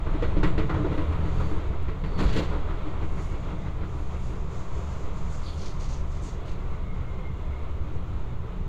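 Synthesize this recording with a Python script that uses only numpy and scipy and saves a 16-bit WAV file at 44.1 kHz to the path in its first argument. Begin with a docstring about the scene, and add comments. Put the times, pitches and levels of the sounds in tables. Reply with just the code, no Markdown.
"""A low rumble and roar fill a metro car on an open-air track: noise that grows as the track shakes the car.
At once the bogie knocks over a set of points, in cracks, clanks and thuds that ring steel and floor;
then it grinds through a crossing in many small blows, and a worn wheel thumps once a turn.
Later steel rubs along a rail with a thin hiss and a few short scrapes, and the drive whines faintly.
"""
import sys
import numpy as np
from scipy import signal
from scipy.fft import rfft, irfft, next_fast_len
from scipy.io import wavfile
from scipy.ndimage import uniform_filter1d, minimum_filter1d, map_coordinates

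SR = 44100
rng = np.random.default_rng(int(sys.argv[2]) if len(sys.argv) > 2 else 0)


def pcm_store(signal):
    """Save signal as 16-bit PCM."""
    levels = np.round(np.clip(np.atleast_2d(signal), -1, 1) * 32767)
    wavfile.write(sys.argv[1], SR, levels.astype(np.int16).T)


N = 382788  # length in samples

BITE_S = .0015  # steel on steel bites at once: time constant of the rise

# Knocks of the wheels at the points and the crossing. Each row: start in seconds, levels in dB (before each
# layer's trim) of the steel crack, the floor thud and the bogie clank, pitch of the floor in Hz.
KNOCKS = [(0.0662, -53, -32, -35, 344), (0.137, -51, -30, -48, 291), (0.2226, -32.5, -23.5, -32, 474),
          (0.367, -39, -23, -48, 298), (0.4304, -26, -25.5, -24.5, 395), (0.5782, -30, -22, -32, 313),
          (0.6945, -37, -26, -26.5, 335), (0.7414, -41, -31, -35, 316), (0.78, -58, -29.5, -43, 317),
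          (0.845, -47, -25, -35, 370), (0.9155, -41, -28.5, -36, 283), (0.9764, -37.5, -29, -36, 289),
          (1.123, -40, -35, -35, 302), (1.401, -42, -33, -34, 425), (1.512, -54, -28, -38, 314),
          (1.728, -63, -56, -40, 383), (1.8818, -40.5, -33.5, -38, 350), (2.0375, -38, -39, -37, 445),
          (2.186, -46, -30.5, -37, 182), (2.206, -42, -27, -36, 237), (2.349, -34, -31, -42, 308),
          (2.397, -46, -33.5, -37, 326), (2.515, -50, -34, -40, 560), (2.543, -50, -42, -41, 398),
          (2.675, -55, -37, -39, 600), (2.705, -54, -53, -42, 440)]
# Wheels grinding through the crossing. Each row: start in seconds, length in seconds, levels in dB
# (before any layer's trim) of the grinding, the clank and the floor thud, pitch of the floor in Hz.
CROSSING = [(2.173, 0.065, -36.5, -36, -31, 174), (2.27, 0.04, -48.5, -49, -38, 240),
            (2.322, 0.066, -34.5, -42, -25.5, 307.4), (2.492, 0.033, -62, -43, -33.5, 403)]
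# Modes of the wheels and bogie. Each row: pitch in Hz, relative level in dB, T60 in seconds.
STEEL = [(1030, -5, 0.14), (1410, -7, 0.19), (1500, 1, 0.16), (1937, 7, 0.23), (2410, -0.5, 0.064),
         (2640, -15, 0.19), (3370, -2, 0.21), (4540, -15, .14)]
# Colour of the floor's thud. Each row: frequency in Hz, relative level in dB per Hz.
THUD = [(90, -30), (170, 5.5), (240, -26), (305, 2), (360, -8.5), (450, -5.5), (650, -11), (1200, -58),
        (3000, -69)]
# Colour of the bogie's clank. Each row: frequency in Hz, relative level in dB per Hz.
CLANK = [(300, -29), (650, 3.5), (1050, 7.5), (1400, 9.5), (1900, 0.5), (4000, -72)]
# Colour of a crack of steel on steel. Each row: frequency in Hz, relative level in dB per Hz.
CRACK = [(800, -52), (1600, -6.5), (2000, 8), (2900, -1.5), (4300, -7), (5300, -19), (7200, -20.5),
         (9000, -36), (15000, -49)]
# Colour of steel scraping the rail. 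Each row: frequency in Hz, relative level in dB per Hz.
SCRAPE = [(1200, -5), (2200, 8.5), (3300, 3), (4500, 2.5), (5300, -5), (6500, 1), (7300, -2), (8200, -6),
          (10000, -11), (15500, -24)]


def amp(db):
    """Amplitude factor of a level in dB."""
    return 10 ** (np.asarray(db) / 20)


def unit(x):
    """x brought to rms 1."""
    return x / np.sqrt(np.mean(x ** 2) + 1e-20)


def clock():
    """Time of every sample in seconds."""
    return np.arange(N) / SR


def wobble(rate):
    """A smooth random curve, rate knots a second."""
    knots = rng.standard_normal(int(N * rate / SR) + 4)
    return map_coordinates(knots, [clock() * rate])


def filtered(x, response):
    """x times a gain that depends on frequency."""
    m = next_fast_len(N + 8192)
    return irfft(rfft(x, m) * response(np.fft.rfftfreq(m, 1 / SR)), m)[:N]


def bell(f, hz, width):
    """Power curve of one resonance."""
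    return 1 / (1 + (2 * (f - hz) / width) ** 2)


def noise(spectrum):
    """Noise of rms 1 with the given spectrum, heard through the ringing panels."""
    # Ringing of the floor and wall panels. Each row: pitch in Hz, width in Hz, lift in dB.
    panels = [(73.3, 35, 4), (172, 25, 1), (242, 11, 1.5), (302, 42, 6.5), (383, 33, 3.5), (436.7, 13, 6.5),
              (985, 340, 7), (1290, 180, 2), (2000, 11, 1.5), (2800, 19, 5.5), (3350, 67, 2),
              (4220, 260, 1), (4650, 180, -0.5)]
    hz, db = np.transpose(spectrum)

    def response(f):
        colour_db = np.interp(np.log(f + 1), np.log(hz + 1), db)
        panels_db = sum(lift * bell(f, centre, width) for centre, width, lift in panels)
        return amp(colour_db + panels_db)

    return unit(filtered(rng.standard_normal(N), response))


def narrow(hz, width):
    """Noise of rms 1 in one resonance; the power curve is used as gain, for steep skirts."""
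    return unit(filtered(rng.standard_normal(N), lambda f: bell(f, hz, width)))


def tone(hz, drift_hz, flutter_db, rate):
    """A line of rms 1 that wavers in pitch and level."""
    pitch = hz + drift_hz * wobble(rate)
    return unit(amp(flutter_db * wobble(rate)) * np.sin(2 * np.pi * np.cumsum(pitch) / SR))


def burst(s, length, attack, t60):
    """Envelope of one contact: it rises, lasts, then dies away in the cabin."""
    out = np.zeros(N + SR)
    t = np.arange(SR) / SR
    envelope = (1 - np.exp(-t / attack)) * amp(-60 * np.maximum(t - length, 0) / t60)
    out[max(round(s * SR), 0):][:SR] = envelope
    return out[:N]


def strike(s, t60):
    """Envelope of a blow: a brief direct peak over the ring of the cabin."""
    return burst(s, 0, BITE_S, t60) + .4 * burst(s, 0.0009, BITE_S, t60=0.0074)


def swell(s, length, height, fall_s, rise_s):
    """A slow envelope: it rises to its height, holds for its length and falls back."""
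    corners = s + np.cumsum(np.abs([0, rise_s, length, fall_s]))
    return np.interp(clock(), corners, [0, height, height, 0])


def ring(s, hz, attack, t60):
    """One struck mode: a sine of rms 1 at a random phase, with a rise and a decay."""
    out = np.zeros(N + SR)
    t = np.arange(SR // 2) / SR
    sine = np.sqrt(2) * np.sin(2 * np.pi * (hz * t + rng.random()))
    out[round(s * SR):][:len(t)] = sine * (1 - np.exp(-t / attack)) * amp(-60 * t / t60)
    return out[:N]


def contacts(rate):
    """Irregular small impacts of varied size, rate a second."""
    return (rng.random(N) < rate / SR) * amp(1.3 * rng.standard_normal(N))


def clatter(hz, t60, rate):
    """One mode struck over and over at random, rms 1."""
    t = np.arange(SR // 4) / SR
    mode = np.sin(2 * np.pi * hz * t) * amp(-60 * t / t60)
    return unit(signal.fftconvolve(contacts(rate), mode)[:N])


def judder(rate, t60):
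    """Envelope of rms 1 made of many small impacts that the cabin blurs together."""
    t = np.arange(SR // 4) / SR
    blow = (1 - np.exp(-t / BITE_S)) * amp(-60 * t / t60)
    power = signal.fftconvolve(contacts(rate) ** 2, blow ** 2)[:N]
    return unit(np.sqrt(np.abs(power)))


def patches(x, depth_db):
    """Each pitch range swells and fades a little on its own."""
    z = signal.stft(x, nperseg=2048)[2]
    field = uniform_filter1d(rng.standard_normal(z.shape), size=5, axis=0)  # across pitch
    field = uniform_filter1d(field, size=8, axis=1)  # along time
    return unit(signal.istft(z * amp(depth_db * unit(field)), nperseg=2048)[1][:N])


def turning(lead_s):
    """Swings between -1 and 1 once a wheel turn, peaking this long before the thump."""
    turn_hz, thump_s = 6.25, 3.355  # turns a second, time of one thump
    return np.cos(2 * np.pi * turn_hz * (clock() + lead_s - thump_s))


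def shaking():
    """How hard the track shakes the car, in dB: more on rough stretches, less as the train coasts."""
    # The points, then the crossing. Each row: start in seconds, length in seconds, extra shaking in dB,
    # settling time in seconds.
    rough_track = [(-.01, 1.29, 4, 0.51), (1.997, 0.072, 4, 1.31)]
    ease_db_per_s = 0.2854
    return sum(swell(*stretch, rise_s=0.2) for stretch in rough_track) - ease_db_per_s * clock()


def driven(shake_db, base_db, growth):
    """Level in dB of a layer: a base level plus some dB for each dB of shaking."""
    return base_db + growth * shake_db


def damped(x):
    """The dampers round off the largest swings; what lies above 230 Hz is rolled off; rms 1."""
    return unit(filtered(np.tanh(x * 0.7), lambda f: 1 / (1 + (f / 230) ** 8)))


def rumble(shake_db):
    """Car body on its springs, droning floor and slow sway as noise; body and floor throb as the wheel turns."""
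    # The low rumble swells and eases. Each row: centre in seconds, change in dB of the sway, the body rumble
    # and the floor drone.
    level_changes = [(.12, 4, 3, 2.5), (.45, 6.5, -0.5, 8), (.8, -1, 0.5, 7.5), (1.18, -2, 3, -1),
                     (1.4, 5, -5, 5.5), (1.85, 2.5, 3, -5.5), (2.05, 0.5, -5, 1.5), (2.27, 2.5, 0, 6),
                     (2.5, -0.5, -0.5, -1), (2.8, 3, -4, -3), (3.15, 2.5, 1.5, 2.5), (3.6, -6.5, -0.5, 4),
                     (4.4, 0, -2, 3.5), (5.75, -0.5, 0.5, -1.5), (6.8, -1, 0, 1.5), (7.25, -1, 0, 2),
                     (7.66, -1, 2.5, -4), (8.16, 0, 0, -2.5), (8.6, 2, 0.5, 1.5)]
    # Low pushes bounce the car on its springs. Each row: start in seconds, level in dB, pitch in Hz.
    pushes = [(0.544, -20, 42), (0.754, -24, 66.3), (1.15, -23, 86), (2.25, -12, 52), (7.67, -21.5, 70),
              (8.151, -21, 45)]
    # Colour of the shaking body. 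Each row: frequency in Hz, relative level in dB per Hz before damping.
    body_spectrum = [(25, -0.5), (42, -7), (57, -6.5), (68, 1), (78, -2.5), (88, -2.5), (100, -7),
                     (130, -47), (300, -80)]
    # Colour of the floor drone. Each row: frequency in Hz, relative level in dB per Hz.
    drone_spectrum = [(85, -9), (108, -4), (122, -0.5), (135, 1.5), (165, -3), (188, -1.5), (210, -15),
                      (260, -18), (500, -79)]
    # Colour of the slow sway. Each row: frequency in Hz, relative level in dB per Hz before damping.
    sway_spectrum = [(2, 5.5), (5, 4.5), (11, -5.5), (20, -10.5), (27, 2.5), (33, -7.5), (42, -17),
                     (80, -38)]

    change_s = 0.18  # half-width of each Gaussian change
    sway_db, body_db, drone_db = sum(
        np.outer(changes, np.exp(-((clock() - s) / change_s) ** 2)) for s, *changes in level_changes)
    turn = turning(lead_s=.025)
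    body_db = body_db + driven(shake_db, -32, 0.57) + 2.2 * turn + 0.43 * wobble(11.0)
    drone_db = drone_db + driven(shake_db, -39.5, 0.45) + 1.5 * turn + 0.72 * wobble(2.1)
    sway_db = sway_db + driven(shake_db, -29.5, 0.73)

    body = amp(body_db) * damped(noise(body_spectrum))
    drone = amp(drone_db) * patches(noise(drone_spectrum), depth_db=1.4)
    sway = amp(sway_db) * damped(noise(sway_spectrum))
    bounces = sum(amp(db) * ring(s, hz, attack=0.005, t60=0.16) for s, db, hz in pushes)
    return body + drone + sway + bounces


def machinery():
    """Machines under the floor hum at nearly steady pitches."""
    # Hums of the underfloor machines. Each row: pitch in Hz, level in dB.
    machines = [(27.2, -39.5), (49, -44.5), (121.7, -48)]
    return sum(amp(db) * tone(hz, drift_hz=0.17, flutter_db=0.5, rate=2.51) for hz, db in machines)


def booming():
    """Resonances of the car body swell and waver, some together, over the faint hums of the running gear."""
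    # Hums of the running gear. Each row: pitch in Hz, level in dB.
    hum_lines = [(247.6, -61), (312, -62), (382, -56.5)]
    # Resonances of the car body. Each row: start in seconds, length in seconds, level in dB, pitch in Hz.
    boom_rows = [(0.19, 0.25, -46, 187), (0.93, .25, -32.5, 79), (0.92, 0.26, -37, 161),
                 (1.05, 0.23, -40, 120), (1.47, 0.29, -43.5, 140)]
    hums = sum(amp(db) * tone(hz, drift_hz=1.8, flutter_db=2.0, rate=9) for hz, db in hum_lines)
    booms = sum(swell(s, length, amp(db), fall_s=.14, rise_s=0.23)
                * tone(hz, drift_hz=2.34, flutter_db=2, rate=11)
                for s, length, db, hz in boom_rows)
    return booms + hums


def rolling(shake_db):
    """Rail roughness makes a roar that flutters as the wheels run over it."""
    # Colour of the roar. Each row: frequency in Hz, relative level in dB per Hz.
    roll_spectrum = [(120, -9), (230, -6.5), (350, -4.5), (480, -3.5), (660, -6.5), (810, -12), (1030, -14),
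                     (1350, -12), (1650, -19), (2100, -16), (2800, -22), (3700, -23), (5200, -38.5),
                     (7000, -38), (9000, -48.5), (15000, -67)]
    level = amp(driven(shake_db, -43, 1) + 0.96 * wobble(15))
    return level * patches(noise(roll_spectrum), depth_db=1.0)


def worn_wheel(shake_db):
    """A worn patch on the tread thumps the floor once in every turn."""
    contact = np.exp(1.67 * (turning(lead_s=0) - 1))
    # the patch bears hardest after the crossing
    spell_db = swell(2.1, length=0.4, height=13.7, fall_s=0.85, rise_s=1.36)
    level = amp(driven(shake_db, -51, 3.1) + spell_db + 1.6 * wobble(6.72)) * contact
    floor = 0.9 * noise(THUD) + 0.63 * tone(hz=316.3, drift_hz=16, flutter_db=1.5, rate=25)
    return level * (floor + amp(-10.0) * noise(CLANK) + amp(-16) * noise(CRACK))


def whines(shake_db):
    """The rail rings as a narrow band, the inverter adds thin high lines and wheel modes sing with a flutter."""
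    # Lines of the traction inverter. Each row: pitch in Hz, mean level in dB.
    inverter = [(11854, -102), (11964, -95), (12074, -97), (12184, -94)]
    # Wheel modes singing on the rail. Each row: start in seconds, length in seconds, level in dB before the
    # flutter, pitch in Hz, width in Hz.
    singing = [(1.15, 0.045, -65, 4530, 260), (1.963, 0.093, -58, 4460, 300),
               (2.85, 0.13, -58.5, 2170, 160), (6.598, 0.04, -58.5, 2170, 140), (6.874, 0.1, -57, 2126, 75),
               (7.27, 0.03, -60, 2150, 160)]

    # for a spell the rail rings more strongly
    spell_db = swell(4.13, length=0.71, height=5.8, fall_s=0.58, rise_s=0.63)
    rail = amp(driven(shake_db, -54.5, 1) + spell_db) * narrow(hz=1086, width=480)
    lines = sum(amp(db + 1.5 * wobble(2.5)) * unit(np.sin(2 * np.pi * hz * clock() + wobble(11)))
                for hz, db in inverter)
    wheel = sum(swell(s, length, amp(db), fall_s=0.2, rise_s=0.28) * narrow(hz, width)
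                for s, length, db, hz, width in singing)
    return rail + lines + amp(2.0 * wobble(22)) * wheel


def sliding(s, length, start_hz, end_hz, width):
    """Scraping noise that passes from one resonance to another during the contact."""
    steel = noise(SCRAPE)
    first = unit(filtered(steel, lambda f: bell(f, start_hz, width)))
    last = unit(filtered(steel, lambda f: bell(f, end_hz, width)))
    done = np.clip((clock() - s) / length, 0, 1)
    return (1 - done) * first + done * last


def rubbing(shake_db):
    """Steel slides along the rail: a thin hiss that swells and fizzes, with short scrapes of sliding pitch."""
    # Spells of rubbing. Each row: start in seconds, rise in seconds, length in seconds, hiss level in dB
    # before the trims below, fizz level in dB.
    rub_rows = [(1.22, 0.1, 0.19, -64, -85), (2.99, 0.24, 0.04, -58.5, -74), (3.36, 0.1, 0.19, -69, -87),
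                (3.79, 0.2, 0.04, -65, -77), (4.06, 0.19, 0.07, -59.5, -76), (4.476, 0.051, 0.48, -59, -92),
                (5.113, 0.07, 0.29, -59.5, -88), (5.4, 0.06, 0.25, -67, -73), (5.75, 0.1, 0.45, -68, -86)]
    # Short scrapes. Each row: start in seconds, length in seconds, level in dB before the judder, brightest
    # pitch in Hz at the start and at the end, width in Hz.
    scrape_rows = [(5.292, 0.059, -57, 6900, 6600, 4000), (5.423, 0.068, -52, 4750, 4500, 1000),
                   (5.453, 0.04, -51, 3630, 3450, 800), (5.573, 0.11, -50, 5200, 5360, 3000),
                   (5.789, 0.057, -51, 6000, 5700, 4200), (5.882, 0.054, -51, 6100, 5860, 3000),
                   (6.1, 0.069, -57.5, 5800, 5800, 5000), (6.212, 0.083, -54, 7500, 6200, 4020),
                   (6.45, 0.037, -51.5, 5200, 4400, 8000)]
    # Colour of the hiss. Each row: frequency in Hz, relative level in dB per Hz.
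    hiss_spectrum = [(2500, -25), (4500, 3), (5600, 0.5), (6500, 6.5), (7300, 5), (8200, -10), (9700, -17),
                     (11000, -36), (15500, -23)]

    rubs = sum(swell(s, length, amp(db), fall_s=0.19, rise_s=rise) for s, rise, length, db, _ in rub_rows)
    fizz = sum(swell(s, length, amp(db), fall_s=0.092, rise_s=rise) for s, rise, length, _, db in rub_rows)
    flutter = amp(1.5 * wobble(22) - 5.0)
    hiss = (amp(driven(shake_db, -68.5, 0.17)) + rubs) * flutter * noise(hiss_spectrum)
    scrapes = sum(amp(db) * burst(s, length, attack=0.012, t60=0.35)
                  * sliding(s, length, start_hz, end_hz, width)
                  for s, length, db, start_hz, end_hz, width in scrape_rows)
    grating = (scrapes + amp(-5.5) * rubs * noise(SCRAPE)) * judder(rate=700, t60=.07)
    return hiss + fizz * narrow(hz=9100, width=2400) + grating


def knocks():
    """Each knock gives a steel crack and ring, a bogie clank and a longer floor thud at its own pitch."""
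    thud = sum(amp(db - 5.0) * burst(s, 0.0027, attack=0.0013, t60=0.4) for s, _, db, _, _ in KNOCKS)
    clank = sum(amp(db - 4.0) * strike(s, t60=0.23) for s, _, _, db, _ in KNOCKS)
    crack = sum(amp(db - 7.0) * strike(s, t60=0.25) for s, db, _, _, _ in KNOCKS)
    floor = sum(amp(db - 3.5) * ring(s, hz, attack=0.00073, t60=0.15) for s, _, db, _, hz in KNOCKS)
    # every blow excites the modes a little differently
    steel = sum(amp(db + mode_db - 21.5 + 2 * rng.standard_normal()) * ring(s, hz, BITE_S, t60)
                for s, db, _, _, _ in KNOCKS for hz, mode_db, t60 in STEEL)
    chatter = amp(0.65 * wobble(220))
    return thud * noise(THUD) + floor + steel + chatter * (clank * noise(CLANK) + crack * noise(CRACK))


def rattles():
    """Loose metal parts chatter after the blows and along rough track; a light tick sounds alone."""
    # Modes of small metal parts in the cabin. 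Each row: pitch in Hz, relative level in dB.
    jingle = [(9100, -7), (9710, 1), (10400, -2), (11150, -5), (11680, -3), (13100, -5), (14400, -4),
              (15000, -1)]
    # The parts keep rattling on rough track. Each row: start in seconds, length in seconds, level in dB.
    rattle_rows = [(.9, .3, -82), (1.33, 0.14, -76.5)]
    shaken = sum(amp(db - 38.5) * burst(s, 0, attack=0.017, t60=0.23) for s, db, *_ in KNOCKS)
    shaken += sum(amp(db - 30.5) * burst(s, length, attack=0.021, t60=0.23) for s, length, db, *_ in CROSSING)
    shaken += sum(swell(s, length, amp(db), fall_s=.1, rise_s=.06) for s, length, db in rattle_rows)
    parts = unit(sum(amp(db) * clatter(hz, t60=.014, rate=170) for hz, db in jingle))
    tick = amp(-63) * burst(1.8278, 0, attack=.0006, t60=.05) * narrow(hz=8000, width=6000)
    return shaken * parts + tick


def fitting():
    """A loose metal fitting gives a thin, short ring after the hardest knock: narrow noise that dies away."""
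    return amp(-58) * burst(.463, 0.0073, attack=0.0051, t60=.25) * narrow(hz=7200, width=160)


def crossing():
    """The wheel clatters across in many small blows that ring the steel; the floor booms just after each bite."""
    # Colour of the grinding. Each row: frequency in Hz, relative level in dB per Hz.
    grind_spectrum = [(400, 4), (700, -29), (1300, -4), (1800, -1.5), (3000, -2.5), (4500, -5),
                      (5300, -15.5), (7200, -13.5), (9000, -30.5), (15000, -49)]
    # Colour of the floor's boom. Each row: frequency in Hz, relative level in dB per Hz.
    boom_spectrum = [(90, -11), (180, 3), (240, -3), (310, -7), (450, 1), (650, -9), (1200, -29),
                     (3000, -65)]
    grind = sum(amp(db) * burst(s, length, attack=0.019, t60=0.37) for s, length, db, _, _, _ in CROSSING)
    clank = sum(amp(db) * burst(s, length, attack=0.03, t60=0.16) for s, length, _, db, _, _ in CROSSING)
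    floor_noise = noise(boom_spectrum)
    boom = sum(amp(db) * burst(s + 0.02, length, attack=0.045, t60=0.13)
               * (0.89 * floor_noise + 0.54 * tone(hz, drift_hz=13.4, flutter_db=0, rate=44))
               for s, length, _, _, db, hz in CROSSING)
    steel = unit(sum(amp(db) * clatter(hz, t60, rate=100) for hz, db, t60 in STEEL))
    blows = judder(rate=520, t60=.09)
    grinding = blows * (grind * noise(grind_spectrum) + clank * noise(CLANK))
    return grinding + amp(-14.0) * grind * steel + boom


def scene():
    """The track shakes the whole car; all sources meet at one microphone by the window."""
    shake_db = shaking()
    running = rumble(shake_db) + machinery() + booming() + rolling(shake_db)
    wheels = worn_wheel(shake_db) + whines(shake_db) + rubbing(shake_db)
    blows = knocks() + rattles() + fitting() + crossing()
    return (running + wheels + blows)[None]


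def record(dry):
    """The microphone chain adds faint even hiss, turns down the highest peaks and cuts all above its band."""
    ceiling, top_hz = .29, 15750
    heard = dry[0] + amp(-77.5) * rng.standard_normal(N)
    needed = ceiling / np.maximum(np.abs(heard), ceiling)
    # hold the lowest gain over 10 ms, then smooth it over 10 ms
    gain = uniform_filter1d(minimum_filter1d(needed, size=441), size=441)
    return filtered(heard * gain, lambda f: f < top_hz)[None]


dry = scene()
out = record(dry)
pcm_store(out)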